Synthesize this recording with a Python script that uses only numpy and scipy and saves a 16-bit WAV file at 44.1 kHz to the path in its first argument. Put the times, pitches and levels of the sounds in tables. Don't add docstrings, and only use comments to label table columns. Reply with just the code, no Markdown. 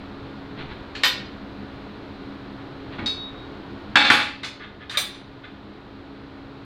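import sys
import numpy as np
from scipy import signal
from scipy.fft import rfft, irfft, next_fast_len
from scipy.io import wavfile
from scipy.ndimage import uniform_filter1d

SR = 44100
rng = np.random.default_rng(int(sys.argv[2]) if len(sys.argv) > 2 else 0)


def generate_wav(signal):
    frames = np.transpose(np.atleast_2d(signal))
    scaled = np.clip(frames, -1, 1) * 32767
    pcm = np.round(scaled).astype(np.int16)
    wavfile.write(sys.argv[1], SR, pcm)


N = 293247
TIME_S = np.arange(N) / SR
RING_TIME_S = TIME_S[:SR]


def table_clang(level_db, tilt_db_oct, sizzle_db_oct, t60_s, modes_db, contact_s=0.00042):
    # freq_hz, density_db
    crash_spectrum = [(50, -22), (110, -2.5), (170, -21), (270, 3.5), (390, -9.5), (820, -1.5), (980, 0.5),
                      (1700, 2.5), (2900, -4), (4300, -8), (5800, -25), (8500, -28.5), (11000, -38.5),
                      (16000, -51)]
    # freq_hz, level_db, t60_s
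    table_modes = [(242, -6, .46), (288, -7, .3), (549, -11, .38), (787, -4, .26), (839, 2.5, .4),
                   (1173, -5, .45), (1235, -7, .5), (1429, -6, .45), (1483, 0, .3), (1594, -4, .4),
                   (1640, 6, .11), (1658, -6, .35), (1718, 4, .17), (1771, -5, .4), (2148, -8, .45),
                   (2439, -9, .3), (2631, -1, .42), (2708, -12, .45), (3278, -12, .43)]

    def colour_db(hz):
        return tilt_db_oct * np.log2(np.clip(hz, 70, 6000) / 2000) + sizzle_db(hz, sizzle_db_oct)

    def crash_gain(hz):
        shape_db = at_hz(crash_spectrum, hz) + colour_db(hz)
        return crowd_of_modes(hz) * from_db(shape_db) / (1 + (70 / hz) ** 4)

    crash = noise(crash_gain, SR) * decay(t60_s)
    tones = ring([(hz, db + colour_db(hz), mode_t60_s) for hz, db, mode_t60_s in table_modes])
    force_rise = (1 - np.exp(-RING_TIME_S / contact_s)) ** 2
    return from_db(level_db) * np.array([force_rise * crash, from_db(modes_db) * tones])


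def crowd_of_modes(hz, spread_db=3.6, spacing=0.009, knee_hz=2500):
    slot = np.log1p(hz / knee_hz) / spacing
    strengths_db = spread_db * np.clip(rng.standard_normal(int(slot.max()) + 2), -2, 2)
    return from_db(np.interp(slot, np.arange(len(strengths_db)), strengths_db))


def sizzle_db(hz, slope_db_oct, knee_hz=6500):
    return slope_db_oct * np.log2(1 + (hz / knee_hz) ** 4) / 4


def ring(modes, swell=0.26, swell_s=0.0088, contact_s=0.000303):
    tones = sum(from_db(db) * decay(t60_s) * np.sin(2 * np.pi * hz * RING_TIME_S)
                for hz, db, t60_s in modes)
    filling = 1 + swell * (1 - np.exp(-RING_TIME_S / swell_s))
    return tones * filling * (1 - np.exp(-RING_TIME_S / contact_s))


def rebound(blow, tilt_db_oct, delay_s, clang_step_db, tilt_step_db_oct, ring_step_db):
    start_s, clang_db, sizzle_db_oct, t60_s, ring_db = blow
    return [(start_s, clang_db, tilt_db_oct, sizzle_db_oct, t60_s, ring_db),
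            (start_s + delay_s, clang_db + clang_step_db, tilt_db_oct + tilt_step_db_oct,
             sizzle_db_oct + 10, t60_s, ring_db + ring_step_db)]


def rocking(blow, period_s=0.047, jitter_s=0.002, tilt_db_oct=2.5, t60_s=0.29):
    start_s, clang_db, sizzle_db_oct, _, ring_db = blow
    times_s = start_s + np.cumsum(period_s + jitter_s * rng.uniform(-1, 1, 2))
    return [(s, clang_db - 10.5, tilt_db_oct, sizzle_db_oct, t60_s, ring_db - 6.5) for s in times_s]


def plates(ring_gain_db=-9, flat_s=4.125, smother_db_per_s=65):
    # start_s, clang_db, sizzle_db_oct, t60_s, ring_db, place (0 edge, 1 face)
    plate_blows = [(3.060, -32.5, -9, 0.16, -17, .03), (3.956, -3.5, -18, .08, -9, 0.85),
                   (4.101, -3.5, -6, 0.21, -19, 0.85)]
    # freq_hz, edge_db, face_db, t60_s; one close pair beats
    plate_modes = [(2273, -30, 1, .5), (2320, -30, -1, .5), (3488.5, -14, 6, .95), (3543, -24, -3.5, .7),
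                   (3673, -4, -8, .6), (3783, -1.5, -13, .7), (3788.6, -3, -11, .7), (4403, -2.5, -2, .3),
                   (4759, -9, -22, .22), (5052, -10, -21, .26), (5922, -19, -31, .3)]

    def smother(s):
        return from_db(-smother_db_per_s * np.maximum(s - flat_s, 0))

    out, ringing = np.zeros((2, N)), np.zeros(N)
    for *blow, place in plate_blows:
        modes = [(hz, edge + place * (face - edge), t60_s) for hz, edge, face, t60_s in plate_modes]
        contacts = rebound(blow, tilt_db_oct=10 - 10.5 * place, delay_s=0.014,
                           clang_step_db=-11, tilt_step_db_oct=6.5, ring_step_db=-29)
        if place > 0.5:
            contacts += rocking(blow)
        for start_s, *strike, ring_db in contacts:
            add(out, start_s, smother(start_s) * table_clang(*strike, modes_db=-15))
            add(ringing, start_s, from_db(ring_db + ring_gain_db) * ring(modes))
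    out[1] += ringing * smother(TIME_S)
    return out


def rim_blows(blows, modes, ring_gain_db, **landing):
    out = np.zeros((2, N))
    for blow in blows:
        for start_s, clang_db, tilt_db_oct, sizzle_db_oct, t60_s, ring_db in rebound(blow, **landing):
            add(out, start_s, table_clang(clang_db, tilt_db_oct, sizzle_db_oct, t60_s, modes_db=-24))
            excited = [(hz, db + sizzle_db(hz, sizzle_db_oct), decay_s) for hz, db, decay_s in modes]
            add(out[1], start_s, from_db(ring_db + ring_gain_db) * ring(excited))
    return out


def torch():
    # start_s, clang_db, sizzle_db_oct, t60_s, ring_db
    torch_blows = [(.951, -31.5, -25, 0.21, -44), (1.034, -12, -7.5, 0.18, -15.5)]
    # freq_hz, level_db, t60_s
    torch_modes = [(524.4, -5, 0.26), (1004, 0.5, 0.27), (1207, -8, 0.33), (1700, -5, 0.18),
                   (1870, -9, 0.28), (2466, -13, 0.24), (3055, 9, 0.32), (3280, -14, 0.13),
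                   (3800, -25, 0.18), (4100, -11, .45), (4230, -27, 0.38), (4300, -14, 0.46),
                   (4940, 1.5, 0.19), (5730, -5.5, 0.24), (6700, -16, .2), (7400, -16, 0.22),
                   (9884, -34, .15), (13000, 1, .11)]
    return rim_blows(torch_blows, torch_modes, ring_gain_db=-20, tilt_db_oct=6.5,
                     delay_s=0.015, clang_step_db=-21, tilt_step_db_oct=8, ring_step_db=1)


def tube():
    # start_s, clang_db, sizzle_db_oct, t60_s, ring_db
    tube_blows = [(4.432, -22.5, -17.5, 0.16, -18), (4.896, -30, -11, .28, -15.5),
                  (4.972, -18.5, 8, 0.16, -1.5), (5.146, -41, -16, 0.11, -27)]
    # freq_hz, level_db, t60_s
    tube_modes = [(597, -8, 0.054), (1200, -21, 0.15), (1680, -17, 0.086), (1887, -8.5, 0.078),
                  (2293, -10, 0.28), (3260, -18, 0.26), (3506, -11, 0.3), (3690, 10, 0.05), (4000, 0, 0.09),
                  (4670, -18, 0.2), (4800, -12.5, 0.22), (4770, -12, 0.16), (5130, -17, 0.21),
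                  (5910, -12.5, 0.15), (6860, -17, 0.064), (7170, -19.5, 0.27), (8360, -20, 0.11),
                  (8160, -16, 0.11), (8660, -18, .12), (9620, -20, 0.33), (10600, -24, 0.12),
                  (12300, -27, 0.068), (13040, -27, 0.089), (13850, -27, .08), (14860, -29, .09)]
    return rim_blows(tube_blows, tube_modes, ring_gain_db=-14.5, tilt_db_oct=3.5,
                     delay_s=0.012, clang_step_db=-3, tilt_step_db_oct=6.5, ring_step_db=-12)


def tube_scrapes():
    # start_s, length_s, level_db
    strokes = [(4.59, 0.086, -33), (4.8, 0.051, -37), (4.935, 0.043, -26), (5.43, 0.039, -36.5)]
    # centre_hz, nominal_width_hz, level_db
    scrape_peaks = [(1215, 60, -2), (1473, 34, -0.5), (1712, 100, -1.5), (2054, 130, -6.5),
                    (2560, 360, -18.5), (3390, 570, -13.5)]

    def body_gain(hz):
        return sum(from_db(db) * resonance(hz, centre_hz, 2 * width_hz) ** 3
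                   for centre_hz, width_hz, db in scrape_peaks)

    return friction(strokes, body_gain, slips_per_s=4000)


def glove_knocks():
    # start_s, level_db
    bumps = [(2.985, -31)]
    out = np.zeros((2, N))
    for start_s, db in bumps:
        add(out, start_s, table_clang(db, tilt_db_oct=-5, sizzle_db_oct=-26, t60_s=0.39, modes_db=-23.5))
    return out


def glove_rubs():
    # start_s, length_s, level_db
    strokes = [(.565, 0.077, -37), (.68, 0.065, -40.5), (2.905, 0.066, -40), (2.98, 0.029, -35.5)]
    # freq_hz, density_db
    leather_spectrum = [(200, 7.5), (700, -1), (1600, 2.5), (2800, -0.5), (4000, -3), (6000, -35),
                        (12000, -53)]
    return friction(strokes, lambda hz: from_db(at_hz(leather_spectrum, hz)), slips_per_s=5000)


def friction(strokes, gain_at, slips_per_s):
    envelope = np.zeros(N)
    for start_s, length_s, level_db in strokes:
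        add(envelope, start_s, from_db(level_db) * np.sqrt(np.abs(np.hanning(int(length_s * SR)))))
    slips = (rng.random(N) < slips_per_s / SR) * rng.standard_normal(N)
    return envelope * unit_rms(filtered(slips, gain_at, next_fast_len(N))[:N])


def workshop(x, first_echo_s=0.008):
    # freq_hz, t60_s
    room_decay = [(100, 0.55), (500, 0.28), (2000, 0.48), (4500, 0.43), (8000, 0.24), (15000, 0.2)]
    # freq_hz, gain_db re direct sound
    room_gain = [(100, 7), (1500, -6.5), (4000, -1), (8000, -1), (14000, -0.5)]
    white = rng.standard_normal(SR)
    centres_hz = np.geomspace(100, 15000, 9)
    tail = np.zeros(SR)
    for centre_hz, share in zip(centres_hz, np.eye(len(centres_hz))):
        band = filtered(white, lambda hz: np.interp(np.log(hz), np.log(centres_hz), share), SR)
        fade = decay(at_hz(room_decay, centre_hz)) * (RING_TIME_S > first_echo_s)
        tail += from_db(at_hz(room_gain, centre_hz)) * band * fade / np.linalg.norm(fade)
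    return signal.fftconvolve(x, tail)[:N]


def fan(air_db=-39.5, waver_depth=0.25, waver_hz=3):
    # freq_hz, density_db
    air_spectrum = [(20, -8.5), (70, 0), (135, 2), (170, -6), (240, -6.5), (310, 1.5), (480, -7),
                    (1350, -11.5), (2000, -17.5), (2900, -21), (4100, -20), (5800, -41), (9500, -54.5),
                    (16000, -56)]
    # centre_hz, nominal_width_hz, level_db
    drones = [(205, 8.2, -47), (427, 3.8, -53.5), (1443, 14, -60.5)]
    # pitch_hz, level_db
    blade_tones = [(274.5, -44)]
    size = next_fast_len(N)
    out = from_db(air_db) * noise(lambda hz: from_db(at_hz(air_spectrum, hz)), size)[:N]
    for centre_hz, width_hz, level_db in drones:
        out += from_db(level_db) * noise(lambda hz: resonance(hz, centre_hz, 2 * width_hz) ** 2, size)[:N]
    for pitch_hz, level_db in blade_tones:
        swell, sway_rad = (waver_depth * noise(lambda hz: 1 / (1 + (hz / waver_hz) ** 2), size)[:N]
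                           for _ in range(2))
        tone = np.sqrt(2) * np.sin(2 * np.pi * pitch_hz * TIME_S + sway_rad)
        out += from_db(level_db) * (1 + swell) * tone
    return out


def from_db(db):
    return 10 ** (np.asarray(db) / 20)


def unit_rms(x):
    return x / np.sqrt(np.mean(x ** 2) + 1e-20)


def at_hz(points, hz):
    points = np.array(points)
    return np.interp(np.log(hz + 1e-9), np.log(points[:, 0]), points[:, 1])


def decay(t60_s):
    return np.exp(-np.log(1000) * RING_TIME_S / t60_s)


def filtered(x, gain_at, size):
    hz = np.fft.rfftfreq(size, 1 / SR) + 1
    return irfft(rfft(x, size) * gain_at(hz), size)


def noise(gain_at, size):
    return unit_rms(filtered(rng.standard_normal(size), gain_at, size))


def resonance(hz, centre_hz, width_hz):
    return 1 / np.hypot(1, (hz ** 2 - centre_hz ** 2) / (hz * width_hz))


def add(track, start_s, sound):
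    at = int(round(start_s * SR))
    track[..., at:at + sound.shape[-1]] += sound[..., :N - at]


def scene(tone_send_db=-6):
    crash, tones = torch() + glove_knocks() + plates() + tube()
    noises = crash + glove_rubs() + tube_scrapes()
    reverb = workshop(noises + from_db(tone_send_db) * tones)
    return (noises + tones + reverb + fan())[None]


def record(dry, threshold_db=-11, release_db_per_s=1.09, attack_s=0.00056, window_s=0.032):
    power = uniform_filter1d(dry[0] ** 2, int(window_s * SR))
    excess_db = np.maximum(10 * np.log10(np.abs(power) + 1e-12) - threshold_db, 0)
    release_db = release_db_per_s * TIME_S
    held_db = np.maximum.accumulate(excess_db + release_db) - release_db
    pole = np.exp(-1 / (attack_s * SR))
    levelled = dry * from_db(-signal.lfilter([1 - pole], [1, -pole], held_db))
    rounded = levelled / (1 + levelled ** 6) ** (1 / 6)
    top_cut = signal.ellip(10, 0.1, 80, 15900, fs=SR, output="sos")
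    return signal.sosfilt(top_cut, rounded)


dry = scene()
out = record(dry)
generate_wav(out)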